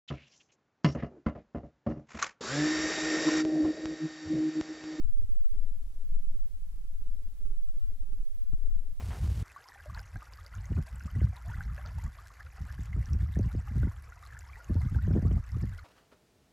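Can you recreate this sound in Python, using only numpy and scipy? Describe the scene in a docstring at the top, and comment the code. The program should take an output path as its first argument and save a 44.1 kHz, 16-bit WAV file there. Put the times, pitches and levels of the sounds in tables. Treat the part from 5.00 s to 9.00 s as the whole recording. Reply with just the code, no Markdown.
"""Draught in a metro tunnel

A slow draught rolls over both microphone ports as a deep, unsteady rumble.
Now and then an eddy hits a port with a soft bump, once with a dull tick.
Behind it lie the faint rush of the tunnel air and the recorder's own hiss."""
import sys
import numpy as np
from scipy.fft import rfft, irfft, next_fast_len
from scipy.io import wavfile
from scipy.ndimage import uniform_filter1d, map_coordinates

SR = 44100
rng = np.random.default_rng(int(sys.argv[2]) if len(sys.argv) > 2 else 0)


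def to_wav(sig):
    """Store sig (one row per channel, or 1-D mono) as 16-bit WAV at the path in sys.argv[1].

    Samples outside -1..1 are clipped; the rate is SR.
    """
    pcm = np.clip(np.atleast_2d(sig), -1, 1) * 32767
    pcm = np.round(pcm).astype(np.int16)
    wavfile.write(sys.argv[1], SR, pcm.T)  # frames by channels


N = 176400

# far rush of the tunnel (frequency [Hz], density [dB per Hz])
TUNNEL_SPECTRUM = [(30, -112), (150, -104), (330, -103.5), (500, -106), (800, -108), (1200, -112),
                   (2000, -116), (4000, -124), (10000, -140)]
# how alike that rush is at the two ports (frequency [Hz], correlation [0-1])
TUNNEL_LIKENESS = [(200, 0.36), (640, 0.041), (1500, 0.14)]
# sub-bass sway ahead of its low-pass (time [s], left level [dB], right level [dB])
SWAY_LEVELS = [(0, -19, -23.5), (.14, -25.5, -21.5), (.46, -22, -22.5), (.72, -22, -30), (.88, -36, -37),
               (1.1, -21.5, -25.5), (1.3, -23.5, -22.5), (1.52, -30.5, -30), (1.72, -36, -35.5),
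               (2.12, -24, -27), (2.33, -33, -41), (2.48, -29.5, -21.5), (2.88, -25.5, -30.5),
               (3.2, -31, -25.5), (3.38, -27.5, -29.5), (3.69, -18.5, -28), (4, -34.5, -35)]
# tone of the sway (frequency [Hz], relative level [dB])
SWAY_TONE = [(4, -17.5), (8, 0.5), (11, -3.5), (15, -7.5), (21, -28), (30, -80), (60, -140)]
# fine flutter at the right port (time [s], level [dB])
FLUTTER_LEVELS = [(0, -60), (.17, -57.5), (.25, -56.5), (.31, -67), (.37, -58.5), (.45, -68), (.54, -69.5),
                  (.64, -65), (1.0, -67.5)]
# tone of the flutter (frequency [Hz], relative level [dB])
FLUTTER_TONE = [(30, -3.5), (70, 10.5), (120, 13), (200, 2), (300, -18.5), (450, -15), (1000, -35)]
# sharp pressure dips ahead of their EQ (time [s], left level [dB], right level [dB])
TICK_DIPS = [(3.5243, -35.5, -64), (3.5339, -21.5, -52), (3.5368, -60, -38)]
# hollow tone of the tick (frequency [Hz], gain [dB])
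TICK_EQ = [(20, -24), (85, -5), (150, -2), (230, 1), (370, -3), (550, -7.5), (830, 3.5), (1040, 0),
           (1230, -14), (2200, -40)]
# eddies striking the ports (time [s], pitch [Hz], left gain [dB], right gain [dB])
EDDY_HITS = [(.05, 59.5, -56, -30.5), (.246, 70.5, -47, -32), (.357, 205, -70, -54), (.383, 195, -74, -57),
             (2.763, 49.5, -55, -44), (2.879, 58, -65, -42), (3.031, 57, -49, -45), (3.337, 61, -60, -49),
             (3.533, 31.8, -29.5, -37), (3.5371, 97.6, -32, -49), (3.551, 85, -46, -58)]
# rumble at each port before flow and gusts shape it (frequency [Hz], density [dB per Hz])
LEFT_RUMBLE_SPECTRUM = [(10, -64.5), (20, -56), (30, -62), (42, -67.5), (60, -75.5), (85, -81),
                        (120, -91.5), (170, -100), (260, -108), (700, -130)]
RIGHT_RUMBLE_SPECTRUM = [(10, -71), (20, -49.5), (30, -53.5), (42, -60.5), (60, -72), (85, -83.5),
                         (120, -90), (170, -98), (260, -107), (700, -130)]
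# swell of the rumble with the flow (time [s], left gain [dB], right gain [dB])
FLOW_GAINS = [(0, 4, -3), (.33, 4, 3), (.58, 7.5, -15), (.8, 0.5, 3.5), (.98, 0, -1), (1.3, 3.5, -8.5),
              (1.42, -4, 0), (1.6, -1.5, 3), (1.9, 1, 0), (2.13, 3, 2), (2.36, -4, -2), (2.5, 5, 2),
              (2.72, 2, 3.5), (2.94, -1, -0.5), (3.1, -2.5, 5), (3.44, -1, -3), (3.7, 2, -1), (4, -7, -6)]
# hiss ahead of each channel's trim (frequency [Hz], density [dB per Hz])
HISS_SPECTRUM = [(100, -113), (2000, -112), (4000, -112.3), (7000, -112.3), (10000, -112), (12400, -111),
                 (13700, -114), (15500, -113.5)]


def amp(db):
    """Decibels to gain."""
    return 10 ** (np.asarray(db) / 20)


def along(points, hz):
    """Read (frequency [Hz], value) points on a log frequency axis."""
    knots_hz, values = np.transpose(points)
    return np.interp(np.log(hz + 1), np.log(knots_hz + 1), values)


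def curves(rows):
    """One envelope, sample by sample, for each column after the time."""
    times, *columns = np.transpose(rows)
    return np.array([np.interp(np.arange(N) / SR, times, column) for column in columns])


def wobble(rate):
    """A smooth random curve, rate knots a second."""
    return map_coordinates(rng.standard_normal(256), [np.arange(N) * rate / SR], mode="mirror")


def filtered(x, response):
    """Stereo x through a frequency response, with both ends continued smoothly."""
    pad = SR // 2
    x = np.pad(x, ((0, 0), (pad, pad)), mode="reflect", reflect_type="odd")
    size = next_fast_len(x.shape[1])
    hz = np.fft.rfftfreq(size, 1 / SR)
    return irfft(rfft(x, size) * response(hz), size)[:, pad:pad + N]


def noise(spectrum, share=lambda hz: 1):
    """Noise shaped to (frequency [Hz], density [dB per Hz]) points, times the gain share(hz)."""
    size = next_fast_len(N + SR // 2)
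    hz = np.fft.rfftfreq(size, 1 / SR)
    white = rfft(rng.standard_normal(size))
    return irfft(white * amp(along(spectrum, hz)) * share(hz), size)[:N] * np.sqrt(SR / 2)


def evened(x, hold_s):
    """Level out chance swells slower than hold_s, keeping about the same rms."""
    size = int(hold_s * SR)
    power = uniform_filter1d(uniform_filter1d(x ** 2, size), size)
    return x * np.sqrt(np.mean(x ** 2) / np.abs(power))


def tunnel_air():
    """A wide bed of distant rushing air, partly shared by both ports in the bass."""
    def width_angle(hz):
        return np.arccos(along(TUNNEL_LIKENESS, hz)) / 2
    mid = noise(TUNNEL_SPECTRUM, lambda hz: np.cos(width_angle(hz)))
    side = noise(TUNNEL_SPECTRUM, lambda hz: np.sin(width_angle(hz)))
    return np.array([mid + side, mid - side])


def sway(lowpass_hz=19.5):
    """The slowest heaving of the air, felt more than heard."""
    air = np.array([evened(noise(SWAY_TONE), hold_s=.12) for _ in range(2)])
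    heave = amp(curves(SWAY_LEVELS)) * air / air.std(axis=1, keepdims=True)
    return filtered(heave, lambda hz: 1 / (1 + (hz / lowpass_hz) ** 8))


def flutter():
    """Finer turbulence at the right port that soon settles."""
    air = noise(FLUTTER_TONE)
    right = amp(curves(FLUTTER_LEVELS)[0]) * air / air.std()
    return np.array([np.zeros(N), right])


def ticks(decay_s=.0019):
    """The strongest eddy breaks in pointed dips of pressure, heard as a hollow double tick."""
    pressure, t = np.zeros((2, N)), np.arange(N) / SR
    for at_s, left_db, right_db in TICK_DIPS:
        pressure -= amp([[left_db], [right_db]]) * np.exp(-np.abs(t - at_s) / decay_s)
    return filtered(pressure, lambda hz: amp(along(TICK_EQ, hz)))


def eddies(half_width_cycles=0.69):
    """Each eddy rolls over a port as one soft swing of pressure: a low bump."""
    bumps, t = np.zeros((2, N)), np.arange(N) / SR
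    for at_s, hz, left_db, right_db in EDDY_HITS:
        cycles = (t - at_s) * hz
        envelope = np.exp(-(cycles / half_width_cycles) ** 2)
        bumps += amp([[left_db], [right_db]]) * np.sin(2 * np.pi * cycles) * envelope
    return bumps


def draught(crossover_hz=100, upper_swell_share=.26, gust_db=1.54, gusts_per_s=18):
    """Lumpy turbulence, different at each port; its low end swells most with the flow."""
    spectra = (LEFT_RUMBLE_SPECTRUM, RIGHT_RUMBLE_SPECTRUM)
    air = np.array([evened(noise(spectrum), hold_s=.2) for spectrum in spectra])
    deep = filtered(air, lambda hz: 1 / (1 + (hz / crossover_hz) ** 4))
    upper = air - deep
    flow_db = curves(FLOW_GAINS)
    gusts = amp(gust_db * np.array([wobble(gusts_per_s), wobble(gusts_per_s)]))
    return gusts * (amp(flow_db) * deep + amp(upper_swell_share * flow_db) * upper)


def scene():
    """Moving air right on the microphone, over the tunnel's rush."""
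    return sway() + draught() + flutter() + eddies() + ticks() + tunnel_air()


def record(dry, hiss_trims_db=(-0.74, 0.1), top_hz=15700):
    """The recorder adds its hiss, left and right, and keeps nothing above its band limit."""
    hiss = np.array([amp(trim_db) * noise(HISS_SPECTRUM) for trim_db in hiss_trims_db])
    return filtered(dry + hiss, lambda hz: hz < top_hz)


dry = scene()
out = record(dry)
to_wav(out)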